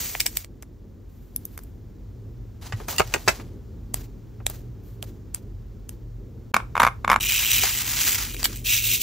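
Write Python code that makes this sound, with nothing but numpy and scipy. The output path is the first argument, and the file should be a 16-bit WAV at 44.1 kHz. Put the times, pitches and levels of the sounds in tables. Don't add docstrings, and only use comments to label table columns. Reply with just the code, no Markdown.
import sys
import numpy as np
from scipy import signal
from scipy.fft import rfft, irfft, next_fast_len
from scipy.io import wavfile
from scipy.ndimage import uniform_filter1d, minimum_filter1d

SR = 44100
rng = np.random.default_rng(int(sys.argv[2]) if len(sys.argv) > 2 else 0)


def dump(signal):
    limited = np.clip(np.atleast_2d(signal).T, -1, 1)
    pcm = np.round(limited * 32767).astype(np.int16)
    wavfile.write(sys.argv[1], SR, pcm)


N = 397782
TIME_S = np.arange(N) / SR
HIT_TIME_S = TIME_S[:4096]
SIDE_SIGN = np.array([[1], [-1]])

# t/s, length/s, stone level/dB, tray level/dB
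POUR_SURGES = [(7.2, 0.43, -34.5, -25.5), (7.272, 0.096, -36, -25), (7.5, 0.079, -32.5, -23.5),
               (7.67, 0.15, -37, -36.5), (7.84, 0.23, -40, -40.5), (7.99, 0.16, -35.5, -37),
               (8.07, 0.044, -34.5, -45), (8.2, 0.18, -47.5, -42.5), (8.54, 0.0081, -40.5, -39)]
SHAKE_STROKES = [(8.64, 0.13, -31.5, -23), (8.715, 0.023, -34.5, -23.5), (8.8, 0.15, -33, -28.5),
                 (8.99, 0.034, -31.5, -34.5)]
# f/Hz, t60/s, falling-stone level/dB, sliding-stone level/dB
TRAY_RESONANCES = [(2254, 0.03, -6.5, -3), (2467, 0.016, 5, 3), (2682, 0.024, 1, 4), (2900, .03, 1, 0.5),
                   (3122, 0.0099, 4, -2.5), (3810, 0.017, 0.5, -1), (5250, .045, -8, -3),
                   (5870, 0.021, 0.5, 0), (6500, 0.011, -13, -5.5)]
# f/Hz, t60/s, level/dB
DESK_RESONANCES = [(231, 0.03, -12.5), (605, 0.025, -23), (1115, 0.0058, 12.5), (1380, 0.004, 5.5),
                   (2170, 0.011, -2), (3496, .012, -15.5)]
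CARD_RESONANCES = [(420, 0.024, 13), (615, 0.015, 6), (840, 0.041, -1), (1335, 0.038, 6),
                   (1930, 0.088, 1.5), (2450, 0.03, -1.5), (3010, 0.026, 10), (5240, .018, -1.5),
                   (6570, .018, 6)]
TIP_RESONANCES = [(3330, 0.01, -3), (3690, 0.06, -7), (5380, 0.028, -4.5), (6320, 0.01, 2.5),
                  (8600, 0.008, 4.5)]
# t/s, level/dB, tilt/(dB/oct), spot f/Hz
TRAY_HITS = [(.1515, -14, -8, 1900), (.2037, 6, 0, 5600), (.2124, -13, 3, 2210), (.2575, -29, -10, 3400),
             (.2644, 4, 0.5, 5600), (.3708, -1, 5, 12900), (.446, -26.5, -4, 2400),
             (7.2505, -12.5, 16, 2905), (7.4343, -24, -1, 3070), (7.4892, -25, 14, 5750),
             (7.994, -34, 0, 2400), (8.3452, -23, -1, 2850), (8.3662, -25, 0, 2730),
             (8.4303, -13.5, -2.5, 4620), (8.4463, 14, 3.5, 3100), (8.4557, -7, -1.5, 4330)]
NAIL_TICKS = [(.6248, -38, -3.5, 6040), (.6301, -43, -7, 2100), (1.3621, -19.5, 5, 13000),
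              (1.453, -27, 7, 13500), (1.577, -32.5, -5, 2190), (1.5901, -41, -4.5, 1520),
              (1.6357, -42, 14, 8400)]
PEN_PICKS = [(3.9424, -8.5, -1.5, 7970), (4.4658, -6, -2, 3850), (4.4992, -19, 7, 14000),
             (5.0266, -18.5, 2.5, 3200), (5.3462, -11, 0.5, 8960), (5.8922, -21.5, 2, 8270)]
# t/s, level/dB
PEN_KNOCKS = [(6.543, 5.5), (6.5659, 1.5), (6.602, -20.5), (6.754, -9), (6.767, -8.5), (6.778, -6.5),
              (6.7998, 5.5), (6.803, 6), (6.819, 1), (6.832, 6), (6.836, -2.5), (6.8499, -0.5),
              (6.8669, -1.5), (6.8745, -4), (6.8844, -12), (7.047, -8), (7.0785, -5.5), (7.0931, -9.5),
              (7.1, 3), (7.106, -6), (7.1161, 3.5), (7.1217, -4), (7.13, 3.5), (7.1415, -5.5),
              (7.161, -2.5)]
# t/s, level/dB, tilt/(dB/oct), t60/s
FILM_SNAPS = [(2.7233, -17.5, -2.5, 0.046), (2.8, -24, -9, 0.076), (2.8833, -17.5, -4, 0.053),
              (2.9628, -21, 10.5, 0.013), (2.9831, 1.5, 6.5, 0.0029), (2.9967, -10.5, 10, 0.013),
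              (2.997, -5.5, -3.5, 0.02), (3.004, -2.5, -4, 0.013), (3.0174, -14, -4, 0.023),
              (3.075, -27.5, 9.5, 0.016), (3.139, -5, 3, 0.021), (3.1434, -9, -4, 0.029),
              (3.161, -16.5, -10.5, 0.028), (3.2774, -5, -3, 0.013), (3.281, 5.5, 1, 0.029),
              (3.285, -20, 6.5, 0.06), (3.2899, -9.5, -12.5, 0.017), (3.398, -26.5, -4.5, 0.092)]
# t/s, length/s, level/dB
BAG_SLIPS = [(0, 0.45, -35.5), (.35, 0.073, -47)]
BAG_ROLLS = [(7.29, 0.67, -39), (7.631, 0.007, -26.5), (7.96, 0.27, -35), (8.38, 0.14, -48.5)]
FILM_PULLS = [(2.612, 0.035, -45), (2.72, 0.11, -52), (2.879, 0.022, -35.5), (2.96, 0.14, -48),
              (3.11, 0.071, -44.5), (3.262, 0.039, -39.5)]
GLUE_PEELS = [(2.883, 0.019, -29.5), (2.92, 0.04, -45), (3.19, 0.076, -50.5)]
FINGER_RUBS = [(1.08, 0.29, -78.5), (1.36, 0.26, -72), (4.83, 0.072, -73)]
PEN_STIRS = [(3.945, 0.038, -46.5), (4.47, 0.038, -42.5), (5.03, 0.0614, -55), (5.35, 0.011, -55.5),
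             (5.895, 0.02, -61)]
# t/s, level/dB
SOFT_BUMPS = [(4.4, -34), (4.495, -29.5), (5.026, -31), (7.634, -16)]
# t/s, f/Hz, t60/s, level/dB
HAND_THUMPS = [(2.735, 108, .12, -19)]
# f/Hz, level/dB
POUR_SPECTRUM = [(200, -34.5), (700, -17.5), (1400, -9), (2200, 6.5), (3300, 6.5), (4600, 2), (6000, 5),
                 (8000, 12.5), (10500, 7.5), (13000, 9.5), (15500, 7)]
SHAKE_SPECTRUM = [(200, -24), (1000, -21.5), (2400, -2.5), (3500, 6.5), (4700, 1.5), (6500, 4),
                  (8500, 10.5), (10500, 4), (12500, 9), (15500, 6)]
TRAY_SPECTRUM = [(150, -50.5), (700, -12.5), (1500, -11.5), (2300, -3.5), (4200, -7), (6000, -10.5),
                 (8200, -0.5), (10000, -7.5), (12500, -6), (15600, -13)]
NAIL_SPECTRUM = [(150, -26.5), (1500, -10.5), (3400, -14), (8000, 1), (10500, 10), (14500, 1), (16000, -13)]
PICK_SPECTRUM = [(150, -35), (700, -4.5), (1500, -8), (2800, -3.5), (3700, -8), (6000, -0.5), (9000, 13),
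                 (12500, 5.5), (15500, -13)]
KNOCK_SPECTRUM = [(300, -5), (2000, 15), (4000, 3.5), (7500, 5.5), (12000, 8.5), (15600, -14)]
SNAP_SPECTRUM = [(80, -8.5), (280, -12.5), (420, -2.5), (1400, 3), (2500, 3), (3400, -6), (7500, -6),
                 (9000, -14.5), (12000, -17.5), (15600, -19.5)]
BAG_SPECTRUM = [(200, -10.5), (1600, -10.5), (2100, -5), (3600, -7.5), (8500, 0), (11500, -4),
                (14500, -0.5), (16000, -5.5)]
ROLL_SPECTRUM = [(300, -15), (800, 4.5), (2100, 12.5), (4300, 10.5), (6200, 12.5), (10500, 13),
                 (15000, 7.5)]
FILM_SPECTRUM = [(200, -6.5), (800, 5), (1600, -2), (4000, -2.5), (5800, -3), (11000, -1.5), (14500, -9),
                 (16000, -14)]
RUB_SPECTRUM = [(1000, 2.5), (6000, -1.5), (13000, 9.5), (16000, -1)]
STIR_SPECTRUM = [(300, 4.5), (1600, 0.5), (4600, -1), (13000, 2.5), (16000, -2)]
BUMP_SPECTRUM = [(200, -7), (750, 9.5), (1200, -1.5), (2500, -12), (6000, -52)]
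SCATTER_SPECTRUM = [(200, -17.5), (700, 9.5), (2400, -36.5), (4700, 8), (5600, -1.5), (8000, -10.5),
                    (15000, -9)]
RUMBLE_SPECTRUM = [(31, -34.5), (43, 6), (58, -4.5), (76, -5), (95, -3.5), (115, -7.5), (150, -14),
                   (230, -14), (320, -18), (400, -19), (650, -35), (2700, -50), (15000, -53)]
# t/s, level/dB
RUMBLE_DRIFT = [(0.0, -41), (0.7, -43), (3.11, -38.5), (6.33, -40.5), (6.83, -37.5), (9.02, -39)]
# onset t/s, f/Hz, level/dB
HUM_TONE = (1.95, 113, -42.5)
# f/Hz, left lead/rad
PORT_LEAD = [(20, 0), (4000, 0), (6000, .3), (8000, 2.1), (8800, 3.1), (11500, 3.2), (12700, 4.7),
             (14000, 6), (16000, 6.3)]
# t/s, length/s, level/dB
LEVEL_DIPS = [(6.519, .019, -40), (7.192, .008, -40)]


def stones(gains, spectrum, modes, rate_per_s, spread_db, clump_db, stone_db, tray_db):
    stone_gain, tray_gain = gains
    impacts = grains(rate_per_s, spread_db, clump_db)
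    ticks = band_norm(convolve(chatter(impacts, t60_s=0.004), colour(spectrum)))
    tray = 0
    for mode in modes:
        drive = impacts * rng.standard_normal(N)
        tray = tray + undb(mode[2]) * convolve(drive, ring([mode], detune=0.005))
    tray = butter(tray, 2, 1900, "high")
    return undb(stone_db) * stone_gain * ticks + undb(tray_db) * tray_gain * band_norm(tray, (2300, 3300))


def chatter(impacts, t60_s):
    energy = signal.lfilter([1], [1, -undb(-120 / (t60_s * SR))], impacts ** 2 + 1e-18)
    return np.sqrt(energy) * rng.standard_normal(N)


def clicks(rows, spectrum, modes, t60_s, ring_db, gain_db, spot_db=-9):
    out = np.zeros(N)
    for t_s, level_db, tilt_db_per_oct, spot_hz in rows:
        body = colour(spectrum, tilt_db_per_oct)
        push = contact(t60_s, rise_s=0.000053)
        rattle = undb(-17) * burst(t60_s=0.016)
        crack = unit(convolve(push + rattle, body))
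        spot = ring([(spot_hz, 0.006, 0)], detune=0.0039)
        ringing = unit(convolve(crack, ring(modes, detune=0.011)))
        add_hit(out, t_s, level_db + gain_db, crack + undb(ring_db) * ringing + undb(spot_db) * spot)
        graze = convolve(contact(t60_s=0.03, rise_s=0.0033), body)
        add_hit(out, t_s - 0.005, level_db - 16, graze)
    return out


def pen_knocks():
    out = np.zeros(N)
    tip = colour(KNOCK_SPECTRUM)
    for t_s, level_db in PEN_KNOCKS:
        crack = unit(convolve(contact(t60_s=0.0043, rise_s=0.000065), tip))
        desk = unit(ring(DESK_RESONANCES, detune=0.025) * swell(HIT_TIME_S, rise_s=0.0005))
        knock = unit(desk + undb(-14 + 0.82 * level_db) * crack)
        near_echo = unit(convolve(knock, burst(t60_s=0.029)))
        add_hit(out, t_s, level_db, knock + undb(-14) * near_echo)
        drag = convolve(knock, contact(t60_s=0.028, rise_s=0.0044))
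        add_hit(out, t_s - 0.004, level_db - 12, drag)
        bright_tail = convolve(burst(t60_s=0.032), tip)
        add_hit(out, t_s, level_db - 21, bright_tail)
    return butter(out, 1, 450, "high")


def film_snaps():
    out = np.zeros(N)
    for t_s, level_db, tilt_db_per_oct, t60_s in FILM_SNAPS:
        crack = unit(convolve(burst(t60_s), colour(SNAP_SPECTRUM, tilt_db_per_oct)))
        card = unit(convolve(crack, ring(CARD_RESONANCES, detune=0.085)))
        add_hit(out, t_s, level_db, crack + undb(-8) * card)
    return out


def rustle(gain, spectrum, rate_per_s, spread_db, clump_db, gain_db):
    slips = grains(rate_per_s, spread_db, clump_db)
    return undb(gain_db) * gain * band_norm(convolve(slips, colour(spectrum)))


def soft_bumps():
    out = np.zeros(N)
    for t_s, level_db in SOFT_BUMPS:
        push = contact(t60_s=0.052, rise_s=0.0035)
        add_hit(out, t_s, level_db, convolve(push, colour(BUMP_SPECTRUM)))
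    return out


def hand_thump():
    t_s, f_hz, t60_s, level_db = HAND_THUMPS[0]
    age_s = np.maximum(TIME_S - t_s, 0)
    envelope = 2 * undb(level_db - 60 * age_s / t60_s) * swell(age_s, rise_s=0.0067)
    return envelope * np.sin(2 * np.pi * f_hz * age_s)


def scatter(x, side_db):
    response = unit(convolve(burst(t60_s=0.0085), colour(SCATTER_SPECTRUM)))
    return undb(side_db) * convolve(x, response) * SIDE_SIGN


def reflections(x, t60_s, wet_db, width):
    age_s = TIME_S[:SR // 2]
    decay = undb(-60 * age_s / t60_s) * (age_s > 0.004)
    mid, side = (convolve(x, unit(rng.standard_normal(len(age_s)) * decay)) for _ in range(2))
    return undb(wet_db) * (mid + width * side * SIDE_SIGN)


def room_rumble(waver_db=2.5, side_db=-7):
    response = colour(RUMBLE_SPECTRUM, size=16384)
    mid, side = (convolve(rng.standard_normal(N), response) for _ in range(2))
    upper = signal.sosfiltfilt(signal.butter(2, [180, 600], "band", fs=SR, output="sos"), mid)
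    mid = mid + upper * (undb(waver_db * wander(rate_hz=14)) - 1)
    side = butter(side, 1, [190, 900], "band")
    level_db = 0.5 + np.interp(TIME_S, *np.transpose(RUMBLE_DRIFT))
    return undb(level_db) * (ports(mid) + undb(side_db) * side * SIDE_SIGN)


def hum(wander_hz=6, waver_db=3, fade_s=0.083):
    t_s, f_hz, level_db = HUM_TONE
    phase_rad = 2 * np.pi * np.cumsum(f_hz + wander_hz * wander(rate_hz=30)) / SR
    fade_in = np.clip((TIME_S - t_s) / fade_s, 0, 1)
    return undb(level_db + waver_db * wander(rate_hz=13)) * np.sin(phase_rad) * fade_in


def ports(x, blur_rad=0):
    size = next_fast_len(N + 2048)
    f_hz = np.fft.rfftfreq(size, 1 / SR)
    lead_rad = np.interp(f_hz, *np.transpose(PORT_LEAD))
    jitter_rad = blur_rad * np.interp(f_hz, np.linspace(0, SR / 2, 400), rng.standard_normal(400))
    mid = np.cos(lead_rad / 2)
    side = 1j * np.sin(lead_rad / 2) * np.exp(1j * jitter_rad)
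    return irfft(rfft(x, size) * (mid + side * SIDE_SIGN), size)[:, :N]


def level_dips():
    gain = np.ones(N)
    for t_s, length_s, level_db in LEVEL_DIPS:
        gain[(TIME_S > t_s) & (TIME_S < t_s + length_s)] = undb(level_db)
    return uniform_filter1d(gain, size=24)


def gestures(rows, rise_s, fall_db_per_s, sag_db_per_s=0):
    power = 0
    for t_s, length_s, *levels_db in rows:
        age_s = np.maximum(TIME_S - t_s, 0)
        loss_db = sag_db_per_s * age_s + fall_db_per_s * np.maximum(age_s - length_s, 0)
        shape = swell(age_s, rise_s) * undb(-loss_db)
        power = power + np.outer(undb(levels_db), shape) ** 2
    return np.sqrt(power)


def grains(rate_per_s, spread_db, clump_db):
    level_db = spread_db * np.minimum(rng.exponential(size=N), 5) + clump_db * wander(rate_hz=70)
    return (rng.random(N) < rate_per_s / SR) * undb(level_db) * rng.choice([-1, 1], N)


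def ring(modes, detune):
    f_hz, t60_s, level_db = np.transpose(modes)[:, :, None]
    f_hz = f_hz * (1 + detune * rng.standard_normal(f_hz.shape))
    decay = undb(level_db - 60 * HIT_TIME_S / t60_s)
    return unit(np.sum(decay * np.sin(2 * np.pi * f_hz * HIT_TIME_S), 0))


def burst(t60_s):
    return unit(rng.standard_normal(len(HIT_TIME_S)) * undb(-60 * HIT_TIME_S / t60_s))


def contact(t60_s, rise_s):
    return unit(burst(t60_s) * swell(HIT_TIME_S, rise_s))


def colour(spectrum, tilt_db_per_oct=0, size=2048):
    f_hz, level_db = np.transpose(spectrum)
    octave = np.log2(np.maximum(np.fft.rfftfreq(size, 1 / SR), 1))
    tilt_db = tilt_db_per_oct * np.maximum(octave - np.log2(400), 0)
    low_cut_db = 10 * np.clip(octave - np.log2(f_hz[0]), -2, 0)
    shape_db = np.interp(octave, np.log2(f_hz), level_db) + tilt_db + low_cut_db
    cepstrum = irfft(np.log(undb(shape_db)))
    cepstrum[1:size // 2] *= 2
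    cepstrum[size // 2 + 1:] = 0
    return unit(irfft(np.exp(rfft(cepstrum))))


def add_hit(out, t_s, level_db, sound):
    start = max(int(t_s * SR), 0)
    out[start:start + len(sound)] += (undb(level_db) * np.sqrt(SR / 2000) * unit(sound))[:N - start]


def wander(rate_hz):
    knots = rng.standard_normal(4096)
    return 1.2 * np.interp(TIME_S * rate_hz, np.arange(len(knots)), knots)


def band_norm(x, band_hz=(4000, 7000)):
    return x / np.std(butter(x, 4, band_hz, "band"))


def unit(x):
    return x / np.sqrt(np.sum(x ** 2))


def swell(age_s, rise_s):
    return 1 - np.exp(-age_s / rise_s)


def butter(x, order, f_hz, kind):
    return signal.sosfilt(signal.butter(order, f_hz, kind, fs=SR, output="sos"), x)


def convolve(x, response):
    return signal.fftconvolve(x, response)[:len(x)]


def undb(db):
    return 10 ** (np.asarray(db) / 20)


def scene():
    fall_modes = [(f_hz, t60_s, fall_db) for f_hz, t60_s, fall_db, _ in TRAY_RESONANCES]
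    slide_modes = [(f_hz, t60_s, slide_db) for f_hz, t60_s, _, slide_db in TRAY_RESONANCES]
    tray = clicks(TRAY_HITS, TRAY_SPECTRUM, fall_modes, t60_s=0.0041, ring_db=-23.5, gain_db=-1)
    nails = clicks(NAIL_TICKS, NAIL_SPECTRUM, TIP_RESONANCES, t60_s=0.0095, ring_db=-14, gain_db=9)
    picks = clicks(PEN_PICKS, PICK_SPECTRUM, TIP_RESONANCES, t60_s=0.0084, ring_db=-14, gain_db=-1,
                   spot_db=-8)

    pouring = gestures(POUR_SURGES, rise_s=0.0077, fall_db_per_s=284.5)
    shaking = gestures(SHAKE_STROKES, rise_s=0.028, fall_db_per_s=244.5)
    sliding, = gestures(BAG_SLIPS, rise_s=0.0013, fall_db_per_s=919, sag_db_per_s=54.5)
    rolling, = gestures(BAG_ROLLS, rise_s=0.0023, fall_db_per_s=229)
    pulling, = gestures(FILM_PULLS, rise_s=0.006, fall_db_per_s=136)
    peeling, = gestures(GLUE_PEELS, rise_s=0.0015, fall_db_per_s=302.5)
    rubbing, = gestures(FINGER_RUBS, rise_s=0.0085, fall_db_per_s=124)
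    stirring, = gestures(PEN_STIRS, rise_s=0.0011, fall_db_per_s=186.5)

    pour = stones(pouring, POUR_SPECTRUM, fall_modes, rate_per_s=900,
                  spread_db=2, clump_db=0, stone_db=-1, tray_db=-4.5)
    shake = stones(shaking, SHAKE_SPECTRUM, slide_modes, rate_per_s=2800,
                   spread_db=0, clump_db=-1, stone_db=2, tray_db=-3.5)
    bounces = rustle(pouring[0], POUR_SPECTRUM, rate_per_s=90, spread_db=1.5, clump_db=0, gain_db=-6)
    bag = rustle(sliding, BAG_SPECTRUM, rate_per_s=20000, spread_db=3.5, clump_db=-0.5, gain_db=0.5)
    roll = rustle(rolling, ROLL_SPECTRUM, rate_per_s=3200, spread_db=2.5, clump_db=2.5, gain_db=3.5)
    film = rustle(pulling, FILM_SPECTRUM, rate_per_s=4500, spread_db=2.5, clump_db=2, gain_db=-4.5)
    glue = rustle(peeling, BAG_SPECTRUM, rate_per_s=1500, spread_db=2.5, clump_db=1.6, gain_db=-8)
    rub = rustle(rubbing, RUB_SPECTRUM, rate_per_s=6000, spread_db=0, clump_db=1, gain_db=1.5)
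    stir = rustle(stirring, STIR_SPECTRUM, rate_per_s=5800, spread_db=2.5, clump_db=4.2, gain_db=-6.5)
    snaps, knocks = film_snaps(), pen_knocks()

    small_clicks = tray + nails + picks
    hits = small_clicks + snaps + soft_bumps()
    flow = pour + shake + bounces + bag + roll + film + glue + rub + stir
    echo = reflections(snaps + 0.35 * small_clicks, t60_s=0.087, wet_db=-12.5, width=0.93)
    echo += reflections(butter(knocks, 1, 5000, "low"), t60_s=0.22, wet_db=-17.5, width=0.84)
    handling = ports(flow, blur_rad=1.2) + ports(hits + knocks + hand_thump() + echo)
    scattered = scatter(hits, side_db=-11) + scatter(flow, side_db=-15.5)
    return level_dips() * (handling + scattered + room_rumble() + hum())


def record(dry, ceiling=0.93, top_hz=15600):
    needed_gain = np.minimum(1, ceiling / (np.abs(dry).max(axis=0) + 1e-9))
    gain = uniform_filter1d(minimum_filter1d(needed_gain, size=131), size=131)
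    return signal.sosfilt(signal.ellip(10, 0.2, 70, top_hz, fs=SR, output="sos"), dry * gain)


dry = scene()
out = record(dry)
dump(out)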